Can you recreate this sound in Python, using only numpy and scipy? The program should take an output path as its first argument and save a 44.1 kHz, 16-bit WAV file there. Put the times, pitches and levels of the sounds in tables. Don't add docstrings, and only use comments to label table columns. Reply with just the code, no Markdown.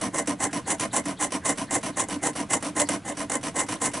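import sys
import numpy as np
from scipy import signal
from scipy.fft import rfft, irfft, next_fast_len
from scipy.io import wavfile

SR = 44100
rng = np.random.default_rng(int(sys.argv[2]) if len(sys.argv) > 2 else 0)


def digitize_waveform(pressure):
    field = np.atleast_2d(pressure).T
    bounded = np.clip(field, -1, 1)
    quanta = np.round(bounded * 32767).astype(np.int16)
    wavfile.write(sys.argv[1], SR, quanta)


N = 176400
TIME = np.arange(N) / SR
CUTTING, RETURNING = 0, 1

# (frequency [Hz], level [dB])
AIR_SPECTRUM = [(20, -5), (55, -9), (72, 1.5), (105, 5.5), (200, 6.5), (500, -8), (1500, -12.5),
                (5000, -24), (11000, -26)]
# (centre [s], half-length [s], pitch [Hz], level [dB])
SQUEAKS = [(0.248, 0.017, 1630, -49), (0.498, 0.014, 1630, -42.5), (0.659, 0.018, 4140, -50),
           (0.916, .012, 4000, -46), (1.180, 0.014, 4160, -53), (1.183, 0.02, 3300, -49),
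           (1.434, 0.025, 1755, -45), (1.683, 0.019, 4060, -54), (1.696, 0.021, 1750, -42),
           (1.947, 0.022, 4014, -51), (2.208, .02, 2160, -50), (2.865, 0.022, 4640, -46),
           (3.122, 0.013, 3316, -44), (3.767, 0.01, 3690, -46)]
WOOD_HZ = [108, 160, 198, 245, 293, 400, 470, 578, 655, 795, 940, 1050, 1218, 1525, 1825, 2035, 2150]
# (bandwidth [Hz], cut level [dB], return level [dB])
WOOD_VOICING = [(19.4, 2, 1.5), (30, 6, 8), (30, 10, 12.5), (36, 12.5, 12.5), (27.8, 18, 17.5),
                (41.2, 8, 1), (29.5, 10, 4.5), (42.3, 9.5, 4.5), (33.2, 11, 11.5), (69, 9.5, -3),
                (32, 8, 3.5), (41.2, 11.5, 7), (44, -18, 0), (42.5, 1, -3.5), (87, 4.5, -3.5),
                (54.4, 7.5, -7.5), (43.3, 4, -3.5)]
BLADE_HZ = [2990, 5830, 6190, 7035, 7690, 8680, 8980, 10000]
# (bandwidth [Hz], cut level [dB], return level [dB])
BLADE_VOICING = [(90, 1.5, 5.5), (164, -9, 6.5), (200, -4, 5.5), (124, 7.5, 0), (382, 10, 4),
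                 (150, 6.5, 2.5), (240, 3, 5), (210, 0, 5)]
# (frequency [Hz], cut level [dB], return level [dB])
FIBRE_SPECTRUM = [(40, -19, -34), (122, -4.5, 0.5), (430, -1.5, 7), (1140, 3.5, 6.5), (2380, -3.5, 4),
                  (3750, -4.5, -1), (5220, -13, -2.5), (5980, 3, -6), (7650, -4, -1.5), (9060, 6, 3.5),
                  (11860, -7.5, -6)]
# (time [s], rasp level [dB], knock level [dB])
SNAGS = [(0.272, -21.5, -25), (0.702, -16, -17), (0.796, -18.5, -23), (.807, -21, -26), (1.054, -28.5, -22),
         (1.234, -23, -27), (1.491, -21, -12), (1.708, -20.5, -16), (1.743, -28, -40),
         (2.085, -27.5, -22.5), (2.258, -30, -15), (2.798, -13, -32), (2.815, -15.5, -28),
         (2.888, -14, -10.5), (3.297, -22, -14.5), (3.317, -18, -25), (3.353, -19, -22), (3.858, -20, -25)]
# (start [s], length [s], rasp level [dB], knock level [dB], pressure rise [dB])
CUT_STROKES = [(.139, 0.096, -26.5, -26.5, -4), (.398, 0.083, -23.5, -24.5, 3.5),
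               (.670, 0.088, -24, -24.5, 0), (.927, 0.082, -22.5, -24.5, 4.5),
               (1.197, 0.082, -23.5, -25, -4), (1.449, 0.091, -21.5, -24.5, -3),
               (1.707, 0.085, -22.5, -24, 3), (1.967, 0.083, -23, -25, -3.5),
               (2.226, 0.087, -24, -25, -3.5), (2.499, 0.082, -20.5, -23.5, 3),
               (2.762, 0.087, -22, -24, -3.5), (3.048, 0.085, -31.5, -30, 6.5),
               (3.296, 0.084, -28, -26.5, 12), (3.555, .096, -24.5, -25.5, -4),
               (3.812, 0.093, -23, -26, -4)]
# (start [s], length [s], rasp level [dB], knock level [dB], pressure rise [dB])
RETURN_STROKES = [(.010, .085, -31, -21, 0.5), (.273, 0.075, -32.5, -21.5, -5),
                  (.527, 0.089, -33.5, -23, -1.5), (.797, 0.074, -28, -21, 8),
                  (1.056, 0.089, -34.5, -24, -1), (1.319, 0.069, -29, -21, 0.5),
                  (1.572, 0.091, -34, -25.5, 0.5), (1.828, 0.091, -32.5, -23.5, 1),
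                  (2.094, 0.083, -33.5, -24.5, 3.5), (2.352, 0.1, -32.5, -23, 3),
                  (2.623, .096, -32.5, -25.5, 1.5), (2.890, .094, -30, -21.5, 2.5),
                  (3.168, 0.09, -33.5, -26, 2.5), (3.428, 0.083, -31.5, -25, 4),
                  (3.683, 0.09, -30.5, -23, 3.5), (3.933, 0.091, -33.5, -26, -5)]
# (position [stroke lengths], tooth rate [1/s], rasp trim [dB], knock trim [dB])
CUT_CONTOUR = [(-.15, 300, -29, -13), (0, 450, -15.5, -2), (.06, 650, -4.5, 3.5), (.3, 950, -5, 2),
               (.5, 1050, 1.5, 4), (.64, 600, -2.5, 7), (.75, 310, -8.5, 2), (.9, 270, -10, -1),
               (1, 220, -23, -9), (1.25, 120, -40, -24.5)]
# (position [stroke lengths], tooth rate [1/s], rasp trim [dB], knock trim [dB])
RETURN_CONTOUR = [(-.2, 199.9, -7.5, -26), (-.01, 300.1, -17, -11.5), (.03, 500.6, 2.5, 2.5),
                  (.22, 798, -0.5, 0), (.48, 997.1, 0, 5), (.64, 638, -2.5, 0), (.78, 297.9, -5.5, 1.5),
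                  (.98, 239.3, -19.5, -15.5), (1.25, 120.7, -26.5, -22)]


def from_db(db):
    return 10 ** (np.asarray(db) / 20)


def drift(hz):
    lowpass = signal.butter(2, hz, fs=SR, output="sos")
    wander = signal.sosfilt(lowpass, rng.standard_normal(N + SR))[SR:]
    return wander / wander.std()


def colour(x, hz, db):
    size = 2 * next_fast_len(N)
    grid_hz = np.maximum(np.arange(size // 2 + 1) * SR / size, 1)
    curve_db = np.interp(np.log(grid_hz), np.log(hz), db)
    cepstrum = irfft(np.log(from_db(curve_db)))
    cepstrum[1:size // 2] *= 2
    cepstrum[size // 2 + 1:] = 0
    return irfft(rfft(x, size) * np.exp(rfft(cepstrum)))[..., :N]


def outdoor_air(gain_db=-30, side_db=-20):
    mid, side = colour(rng.standard_normal((2, N)), *np.transpose(AIR_SPECTRUM))
    return from_db(gain_db) * (mid + from_db(side_db) * side * np.array([[1], [-1]]))


def reflections(x, send_db=-9, t60_s=0.089, predelay_s=.002, low_cut_hz=540):
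    age = TIME[:SR // 2]
    spray = rng.standard_normal((2, len(age))) * from_db(-60 * age / t60_s) * (age > predelay_s)
    spray /= np.sqrt(np.sum(spray ** 2, axis=1, keepdims=True))
    bright = signal.sosfilt(signal.butter(1, low_cut_hz, "high", fs=SR, output="sos"), x)
    return from_db(send_db) * signal.fftconvolve(bright[None], spray, axes=1)[:, :N]


def squeak(centre, half_length, hz, db, wobble=0.087, wobble_hz=300):
    near = abs(TIME - centre) < 2 * half_length
    pitch = hz * (1 + wobble * drift(wobble_hz)[near])
    swell = np.exp(-2 * ((TIME[near] - centre) / half_length) ** 2)
    tone = np.zeros(N)
    tone[near] = from_db(db) * swell * np.sin(2 * np.pi * np.cumsum(pitch) / SR)
    return tone


def wood_body(force, direction, soften_hz=3440):
    softened = signal.sosfilt(signal.butter(2, soften_hz, fs=SR, output="sos"), force)
    return sum((-1) ** k * from_db(db[direction]) * resonate(softened, WOOD_HZ[k], width)
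               for k, (width, *db) in enumerate(WOOD_VOICING))


def resonate(x, hz, width):
    radius = np.exp(-np.pi * width / SR)
    feedforward = np.array([1, 0, -1]) * (1 - radius ** 2) / 2
    feedback = [1, -2 * radius * np.cos(2 * np.pi * hz / SR), radius ** 2]
    return signal.lfilter(feedforward, feedback, x + 1e-18)


def tearing_fibres(grit, direction):
    scrape = grit * rng.standard_normal(N)
    blade_ring = sum(from_db(db[direction]) * resonate(scrape, hz, width)
                     for hz, (width, *db) in zip(BLADE_HZ, BLADE_VOICING))
    hz, *db = np.transpose(FIBRE_SPECTRUM)
    hiss = colour(grit * rng.standard_normal(N), hz, db[direction])
    return blade_ring + hiss


def snags(attack_s=.0008, decay_s=0.0045):
    grit, knock = np.zeros((2, N))
    for start, rasp_db, knock_db in SNAGS:
        age = np.maximum(TIME - start, 0)
        burst = (1 - np.exp(-age / attack_s)) * np.exp(-np.minimum(age / decay_s, 20))
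        grit += from_db(rasp_db) * burst
        knock += from_db(knock_db) * burst
    return wood_body(knock * rng.standard_normal(N), CUTTING) + tearing_fibres(grit, CUTTING)


def stroke_envelopes(strokes, contour):
    position, teeth_per_s, rasp_trim, knock_trim = np.transpose(contour)
    rate, rasp, knock = np.zeros((3, N))
    for start, length, rasp_db, knock_db, rise_db in strokes:
        moving = (TIME > start + position[0] * length) & (TIME < start + position[-1] * length)
        along = (TIME[moving] - start) / length
        pressure_db = rise_db * (along - .5)
        rate[moving] = np.interp(along, position, teeth_per_s)
        rasp[moving] = from_db(rasp_db + pressure_db + np.interp(along, position, rasp_trim))
        knock[moving] = from_db(knock_db + pressure_db + np.interp(along, position, knock_trim))
    return rate, rasp, knock


def tooth_clicks(rate, wobble=.12, wobble_hz=300, spread_db=2.8):
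    uneven_rate = rate * np.exp(wobble * drift(wobble_hz))
    teeth_passed = np.floor(np.cumsum(uneven_rate) / SR)
    strength = from_db(spread_db * np.clip(rng.standard_normal(N), -2, 2))
    return np.diff(teeth_passed, prepend=0) * strength


def saw(strokes, contour, direction, burst_s=0.00054, chatter_db=1.8, chatter_hz=125):
    strike_db, rubbing_db, smooth_rasp_db = 11.5, -5, -5
    rate, rasp, knock = stroke_envelopes(strokes, contour)
    clicks = tooth_clicks(rate)
    chatter = from_db(chatter_db * drift(chatter_hz))
    bursts = signal.lfilter([1], [1, -np.exp(-1 / (burst_s * SR))], clicks + 1e-18)
    rubbing = from_db(rubbing_db) * rng.standard_normal(N)
    force = knock * chatter * (from_db(strike_db) * clicks + rubbing)
    grit = rasp * chatter * np.hypot(bursts, from_db(smooth_rasp_db))
    return wood_body(force, direction) + tearing_fibres(grit, direction)


def scene(pan_right_db=1.1):
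    sawing = saw(CUT_STROKES, CUT_CONTOUR, CUTTING)
    sawing += saw(RETURN_STROKES, RETURN_CONTOUR, RETURNING)
    sawing += snags()
    sawing += squeak(centre=2.818, half_length=.018, hz=585, db=-23)
    sawing += sum(squeak(*row) for row in SQUEAKS)
    pan = from_db(pan_right_db / 2 * np.array([[-1], [1]]))
    return sawing * pan + reflections(sawing) + outdoor_air()


def record(dry, cutoff_hz=11050):
    return signal.sosfilt(signal.ellip(10, .2, 70, cutoff_hz, fs=SR, output="sos"), dry)


dry = scene()
out = record(dry)
digitize_waveform(out)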